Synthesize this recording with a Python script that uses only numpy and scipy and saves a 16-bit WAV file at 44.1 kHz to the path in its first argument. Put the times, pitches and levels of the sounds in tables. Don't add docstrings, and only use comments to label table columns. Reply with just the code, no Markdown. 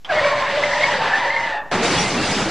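import sys
import numpy as np
from scipy import signal
from scipy.io import wavfile
from scipy.ndimage import uniform_filter1d

SR = 44100
rng = np.random.default_rng(int(sys.argv[2]) if len(sys.argv) > 2 else 0)


def convert_level_to_amplitude(level_db):
    exponent = np.asarray(level_db, float) / 20
    return 10 ** exponent


def dump_mix(stems):
    frames = np.atleast_2d(stems).T
    limited = np.clip(frames, -1, 1)
    pcm = np.round(limited * 32767).astype(np.int16)
    wavfile.write(sys.argv[1], SR, pcm)


N = 110250
T = np.arange(N) / SR

# (frequency [Hz], density [dB/Hz])
FLOOR_COLOUR = [(30, -2.5), (80, -20.5), (150, -24.5), (1000, -35.5), (7000, -40.5), (8500, -61),
                (14000, -50)]
FLOOR_DB = -52
# (frequency [Hz], level [dB], t60 [s])
TICK_MODES = [(3134, 1.5, 0.051), (3372, 0.5, 0.065), (1220, -11.5, 0.082), (5200, -10, 0.033),
              (10800, 2, 0.022)]
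TICK_S, TICK_DB = .0474, -29.5
TICK_BOUNCE_S, TICK_BOUNCE_DB = .0038, -3.5
TICK_RATTLE_DB, TICK_RATTLE_T60_S = -56, .049
# (time [s], level [dB], brightness [dB/octave], rumble [dB])
SCRUB = [(.085, -39, -1, 0), (.11, -25, -2, 1), (.25, -23, 0.5, 2), (.38, -24, 0, 1), (.55, -22.5, 0, -1.5),
         (.83, -25.5, 2, 4.5), (1.05, -19.5, -2, 0), (1.12, -21, -2, -10), (1.3, -28.5, 0, 2.5),
         (1.5, -27, -1.5, -1), (1.58, -30, -3, -16), (1.64, -30, -12.5, 0.5), (1.7, -39, -10, 4)]
# (frequency [Hz], density [dB/Hz])
SCRUB_COLOUR = [(40, -15), (120, -1.5), (350, -5), (800, 4.5), (2200, -1), (4000, -6.5), (7400, -23.5),
                (8600, -44)]
# (time [s], slip rate [Hz], level [dB])
SQUEAL = [(.085, 857.6, -64), (.135, 947.3, -44), (.27, 1096, -22), (.3, 1119, -27), (.35, 1039, -26.5),
          (.39, 1030, -29.5), (.45, 1090, -23), (.53, 1059, -46), (.63, 983.6, -27.5), (.69, 930, -37),
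          (.76, 970, -21.5), (.82, 980, -36), (.87, 984, -23.5), (.94, 930, -28), (1.0, 900, -29),
          (1.07, 884.5, -27), (1.12, 954, -25), (1.165, 810.6, -29), (1.2, 992, -25.5),
          (1.26, 949.6, -21.5), (1.31, 905, -28), (1.38, 930, -23), (1.44, 946.4, -26), (1.5, 888, -29),
          (1.55, 855, -23.5), (1.61, 840, -27), (1.645, 867, -39)]
# (time [s], pitch [Hz], level [dB])
SCREECH = [(.088, 1605, -43), (.1, 1639, -23.5), (.121, 1436, -21.5), (.129, 1950, -25), (.19, 1950, -29),
           (.25, 1854, -27.5), (.33, 1880, -35), (.39, 1684, -34), (.46, 1780, -26.5), (.49, 1870, -25.5),
           (.56, 1703, -35), (.61, 1770, -45), (.68, 1826, -32), (.77, 1890, -28.5), (.87, 1913, -29),
           (.97, 1843, -29), (1.03, 1772, -29), (1.1, 1710, -27), (1.15, 1769, -19), (1.2, 1797, -32),
           (1.26, 1851, -28), (1.34, 1798, -26), (1.42, 1800, -36.5), (1.48, 1742, -25.5),
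           (1.54, 1821, -25.5), (1.6, 1780, -26), (1.64, 1790, -55)]
# (time [s], pitch [Hz], level [dB])
WHINE = [(.1, 2110, -50), (.15, 2147, -33), (.23, 2162, -26.5), (.28, 2315, -30), (.35, 2240, -38),
         (.45, 2177, -36), (.55, 2044, -39), (.62, 2080, -30), (.72, 2035, -28), (.77, 2001, -34),
         (.85, 2202, -19.5), (.89, 2074, -38), (.93, 2015, -27), (1.0, 1960, -36), (1.1, 1950, -31),
         (1.21, 2030, -26), (1.27, 1960, -29.5), (1.33, 2097, -22), (1.39, 2090, -30), (1.44, 2011, -22.5),
         (1.5, 1933, -28), (1.55, 1890, -30), (1.62, 1842, -42)]
# (time [s], pitch [Hz], level [dB])
HOWL = [(.089, 760, -36.5), (.105, 720, -17), (.125, 616.3, -18.5), (.24, 569.1, -19.5), (.37, 591.6, -18),
        (.405, 566, -28), (.52, 575, -28), (.58, 584, -19), (.70, 566.6, -24.5), (.84, 595, -20),
        (.88, 593.6, -30.5), (.95, 555, -27.5), (1.02, 510, -30), (1.17, 560, -40), (1.26, 559, -28),
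        (1.37, 560.9, -28.5), (1.41, 544, -35), (1.58, 573, -37.5), (1.64, 571.7, -44.5)]
TAIL_DB_PER_S = 30
HOWL_BREAKS_S = .87
SETTLES_S = 1.3
# (from [s], to [s])
SPREAD = [
    (.09, 0.17),
    (.24, 1.49),
    (1.715, 2.6),
]
SPREAD_LOW_HZ, SPREAD_HIGH_HZ, SPREAD_DB = 4410, 7460, -2
# (delay [s], level [dB])
ECHOES = [(.019, -16.5), (.041, -13.5), (.083, -23)]
# (time [s], level [dB], brightness [dB/octave], rumble [dB])
CRUSH = [(1.713, -20.5, -1.5, -36), (1.76, -17.5, -1.5, -27), (1.82, -21, -1, -6), (1.832, -18, 2, -11),
         (1.92, -18, 1.5, 6), (2.0, -20, 2, 9), (2.1, -22, 1.5, 5), (2.17, -19.5, 0, 5),
         (2.3, -22, 2.5, 10), (2.5, -22, 0.5, 7)]
# (frequency [Hz], density [dB/Hz])
CRUSH_COLOUR = [(40, -29), (105, -13), (200, -3.5), (550, -3), (1200, -7), (2100, -10.5), (5700, -20),
                (10500, -37)]
CRUSH_ATTACK_S = .0015
# (frequency [Hz], level [dB], t60 [s])
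PANELS = [(105, -6, 0.19), (180, 5, 0.1), (345, -5.5, 0.33), (724, -2, 0.096)]
PANEL_DB, BUCKLES_PER_S = -32, 700
# (time [s], frequency [Hz], peak [dB], t60 [s])
BOOMS = [(1.73, 184.6, -23, 0.14), (1.74, 367.5, -24, 0.13), (1.775, 388, -23, .2), (1.78, 233, -19, .15),
         (1.815, 467, -14, .1), (1.82, 705, -17, .1), (1.85, 180, -20.5, 0.14), (1.895, 277, -24, 0.1),
         (1.9, 424, -36, 0.057), (1.94, 183.4, -22, 0.1), (1.975, 830, -19.5, 0.17),
         (2.02, 196.7, -21.5, 0.12), (2.02, 345, -20.5, .1), (2.15, 240, -16, 0.099),
         (2.18, 318, -20.5, .2), (2.28, 210, -24, 0.12), (2.345, 203.7, -19, 0.17), (2.37, 398, -22.5, 0.2),
         (2.45, 330, -20, .15)]
# (time [s], level [dB])
SHATTER = [(1.715, -64.5), (1.81, -40.5), (1.835, -39.5), (1.92, -39), (2.0, -47), (2.09, -13.5),
           (2.14, -30), (2.32, -17), (2.4, -45), (2.5, -29)]
SHARDS_PER_S, SHARD_CYCLES = 1200, 150.0
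# (time [s], pitch [Hz], peak [dB], t60 [s])
PIECES = [(1.85, 3780, -14, 0.056), (1.9, 2290, -16, 0.098), (1.975, 3390, -15.5, 0.086),
          (1.975, 2890, -14.5, 0.055), (2.005, 2840, -24, 0.052), (1.985, 5700, -18, .1),
          (2.012, 5713, -13.5, 0.044), (2.03, 2065, -18.5, 0.22), (2.065, 2064, -19, .07),
          (2.095, 6380, -22.5, 0.054), (2.175, 2682, -16, 0.065), (2.228, 2720, -16, 0.06),
          (2.246, 4900, -20, 0.079), (2.255, 2288, -22, .1), (2.28, 1984, -17, 0.064),
          (2.31, 1942, -17, 0.07), (2.318, 4930, -24, 0.18), (2.345, 3690, -21.5, 0.065),
          (2.4, 2280, -26, .07)]
SNAP_S, SNAP_DB = 2.117, -40
DEEP_HZ = 170
CUTOFF_HZ, AIR_DB, HISS_DB, SWAY_DB, DC_OFFSET = 10050, -19.5, -66.5, -51.5, .011


def rms_one(x):
    return x / np.sqrt(np.mean(x ** 2) + 1e-20)


def bandpass(x, low_hz, high_hz, order=2):
    return signal.sosfilt(signal.butter(order, [low_hz, high_hz], "band", fs=SR, output="sos"), x)


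def in_time(rows):
    s, *columns = np.transpose(rows)
    return [np.interp(T, s, c) for c in columns]


def drift(rate_hz):
    r = np.exp(-16 * np.pi * rate_hz / SR)
    slow = signal.lfilter([1], [1, -2 * r, r * r], rng.standard_normal(N // 8 + 8002))
    slow = slow[8000:]
    return np.interp(np.arange(N) / 8, np.arange(len(slow)), rms_one(slow - slow.mean()))


def ring(push, hz, t60_s):
    r = convert_level_to_amplitude(-60 / (t60_s * SR))
    w = 2 * np.pi * hz / SR
    return signal.lfilter([0, np.sin(w)], [1, -2 * r * np.cos(w), r * r], push + 1e-18)


def clicks(per_s, uneven_db):
    size = convert_level_to_amplitude(uneven_db * np.minimum(rng.exponential(1, N), 5))
    sign = rng.choice([-1, 1], N)
    return size * sign * (rng.random(N) < per_s / SR)


def struck(rows, contact_s):
    out = 0
    for s, hz, peak_db, t60_s in rows:
        bump = np.exp(-((T - s - contact_s) / contact_s) ** 2)
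        push = bump * np.sin(2 * np.pi * hz * T) * convert_level_to_amplitude(3 * rng.standard_normal(N))
        out = out + convert_level_to_amplitude(peak_db) * ring(2 * push / np.sum(np.abs(push)), hz, t60_s)
    return out


def banded_noise(colour, tilt_db, deep_db, patchy_db, shared_db):
    out, ref = 0, 0
    together = drift(8.3)
    edges_hz = 30 * 2 ** np.arange(0, 9, 1 / 3)
    white = rng.standard_normal((2, N))
    at_hz, density_db = np.transpose(colour)
    for k, (low, high) in enumerate(zip(edges_hz, edges_hz[1:])):
        hz = np.sqrt(low * high)
        band_db = np.interp(np.log(hz), np.log(at_hz), density_db) + patchy_db * drift(12.5)
        band = bandpass(white[k % 2], low, high) * convert_level_to_amplitude(band_db)
        shift_db = tilt_db * max(np.log2(hz / 1000), 0) + deep_db / (1 + (hz / DEEP_HZ) ** 4)
        out = out + band * convert_level_to_amplitude(shift_db)
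        ref = ref + band
    return out * convert_level_to_amplitude(shared_db * together) / np.sqrt(np.mean(ref ** 2))


def stick_slip(hz, harmonics_db, wander, jitter, grip_db):
    slip_hz = hz * (1 + wander * drift(30) + jitter * drift(160))
    phase = 2 * np.pi * np.cumsum(slip_hz) / SR
    out = 0
    for k, db in enumerate(harmonics_db):
        out = out + convert_level_to_amplitude(db + grip_db * drift(70)) * np.sin((k + 1) * phase)
    return np.sqrt(2) * out


def sliding(rows):
    hz, db = in_time(rows)
    db = db - TAIL_DB_PER_S * np.maximum(T - rows[-1][0], 0)
    db = db - 1000 * np.maximum(rows[0][0] - T, 0)
    return hz, convert_level_to_amplitude(db - 2) * (T > TICK_S) * (T < CRUSH[0][0] + .05)


def roadside_floor():
    return convert_level_to_amplitude(FLOOR_DB) * banded_noise(FLOOR_COLOUR, 0, 0, patchy_db=.67, shared_db=.89)


def tick():
    hit = np.zeros(N)
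    hit[int(TICK_S * SR)] = 1
    hit[int((TICK_S + TICK_BOUNCE_S) * SR)] = convert_level_to_amplitude(TICK_BOUNCE_DB)
    hit = np.convolve(hit, np.hanning(7) / 3)[:N]
    rattle_db = TICK_RATTLE_DB - 60 * np.abs(T - TICK_S) / TICK_RATTLE_T60_S
    rattle = convert_level_to_amplitude(rattle_db) * (T > TICK_S) * rms_one(bandpass(rng.standard_normal(N), 600, 4500))
    return rattle + sum(convert_level_to_amplitude(TICK_DB + db - .5) * ring(hit, hz, t60_s) for hz, db, t60_s in TICK_MODES)


def scrub():
    db, tilt_db, deep_db = in_time(SCRUB)
    noise = banded_noise(SCRUB_COLOUR, tilt_db, deep_db, patchy_db=1.2, shared_db=1.2)
    return convert_level_to_amplitude(db) * noise * (T > TICK_S)


def squeal():
    loose = np.where(T < SETTLES_S, 1, .45)
    hz, gain = sliding(SQUEAL)
    main = stick_slip(hz, [0, -9, -19], .016 * loose, .022 * loose, 4.5 * loose)
    beside = stick_slip(hz * .9, [-5, -10], .05, .02, 5)
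    out = gain * (main + loose * beside)
    hz, gain = sliding(SCREECH)
    main = stick_slip(hz / 2, [-13, 0, -17, -25], .012 * loose, .017 * loose, 4.5)
    beside = stick_slip(hz * .465, [-16, -5, -22], .035, .018, 5)
    out = out + gain * (main + loose * beside)
    hz, gain = sliding(WHINE)
    return out + gain * stick_slip(hz / 2, [-14, 0, -18, -25], .015, .018, 5.5)


def howl():
    hz, gain = sliding(HOWL)
    jitter = np.where(T < HOWL_BREAKS_S, .028, .05)
    main = stick_slip(hz, [0, -19, -14, -22], .022, jitter, 3.8)
    rough = stick_slip(hz * 1.13, [-13, -22], .04, .04, 4)
    return gain * (main + rough)


def spread(mid):
    out = 0
    edges_hz = np.geomspace(SPREAD_LOW_HZ, SPREAD_HIGH_HZ, num=6)
    switched = sum(1.0 * (T > a) * (T < b) for a, b in SPREAD)
    for low, high in zip(edges_hz, edges_hz[1:]):
        band = signal.ellip(3, 1, 50, [low, high], "band", fs=SR, output="sos")
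        level = np.sqrt(uniform_filter1d(signal.sosfilt(band, mid) ** 2, size=1500) + 1e-14)
        on = uniform_filter1d(switched * (drift(5) > -.8), size=900)
        out = out + level * on * rms_one(signal.sosfilt(band, rng.standard_normal(N)))
    return convert_level_to_amplitude(SPREAD_DB) * out


def roadside(x):
    dull = signal.lfilter([.4], [1, -.6], x)
    return x + sum(convert_level_to_amplitude(db) * np.interp(T - lag_s, T, dull, left=0) for lag_s, db in ECHOES)


def bodywork():
    db, tilt_db, deep_db = in_time(CRUSH)
    start = np.clip((T - CRUSH[0][0]) / CRUSH_ATTACK_S, 0, 1)
    noise = banded_noise(CRUSH_COLOUR, tilt_db, deep_db, patchy_db=1.4, shared_db=.8)
    roar = convert_level_to_amplitude(db) * noise * start
    boom = 0
    for hz, level_db, t60_s in PANELS:
        buckles = clicks(BUCKLES_PER_S, uneven_db=2.5) * start
        boom = boom + convert_level_to_amplitude(level_db) * ring(buckles, hz, t60_s)
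    boom = boom / np.sqrt(np.mean(boom[int(1.75 * SR):] ** 2))
    return roar + struck(BOOMS, contact_s=.015) + convert_level_to_amplitude(PANEL_DB + db - CRUSH[0][1]) * boom


def glass():
    db, = in_time(SHATTER)
    hits = clicks(SHARDS_PER_S, uneven_db=2.4) * (T > SHATTER[0][0])
    dealt = rng.integers(0, 24, N)
    shards = 0
    for k, hz in enumerate(np.geomspace(2200, 8500, 24)):
        shards = shards + ring(hits * (dealt == k), hz, SHARD_CYCLES / hz)
    shards = shards / np.sqrt(np.mean(shards[int(1.75 * SR):] ** 2))
    return convert_level_to_amplitude(db - 13.5) * shards + convert_level_to_amplitude(-5.5) * struck(PIECES, contact_s=.0053)


def snap():
    return convert_level_to_amplitude(SNAP_DB) * (np.arange(N) == int(SNAP_S * SR))


def scene():
    echoing = roadside(howl() + squeal() + glass())
    mono = roadside_floor() + tick() + scrub() + echoing + bodywork()
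    return np.array([mono, mono])


def top_cut(x):
    return signal.sosfilt(signal.butter(12, 15600, fs=SR, output="sos"), x)


def record(dry):
    mid = .76 * np.tanh(dry[0] / .8)
    low = signal.sosfilt(signal.ellip(8, .5, 60, CUTOFF_HZ, fs=SR, output="sos"), mid)
    hiss = convert_level_to_amplitude(HISS_DB + 2 * drift(15)) * rng.standard_normal(N)
    air = snap() + convert_level_to_amplitude(AIR_DB) * mid + hiss
    mid = low + bandpass(air, CUTOFF_HZ, 14200, order=4)
    side = spread(mid) + convert_level_to_amplitude(SWAY_DB) * drift(30)
    return top_cut(np.array([mid + side, mid - side]) + DC_OFFSET)


dry = scene()
out = record(dry)
dump_mix(out)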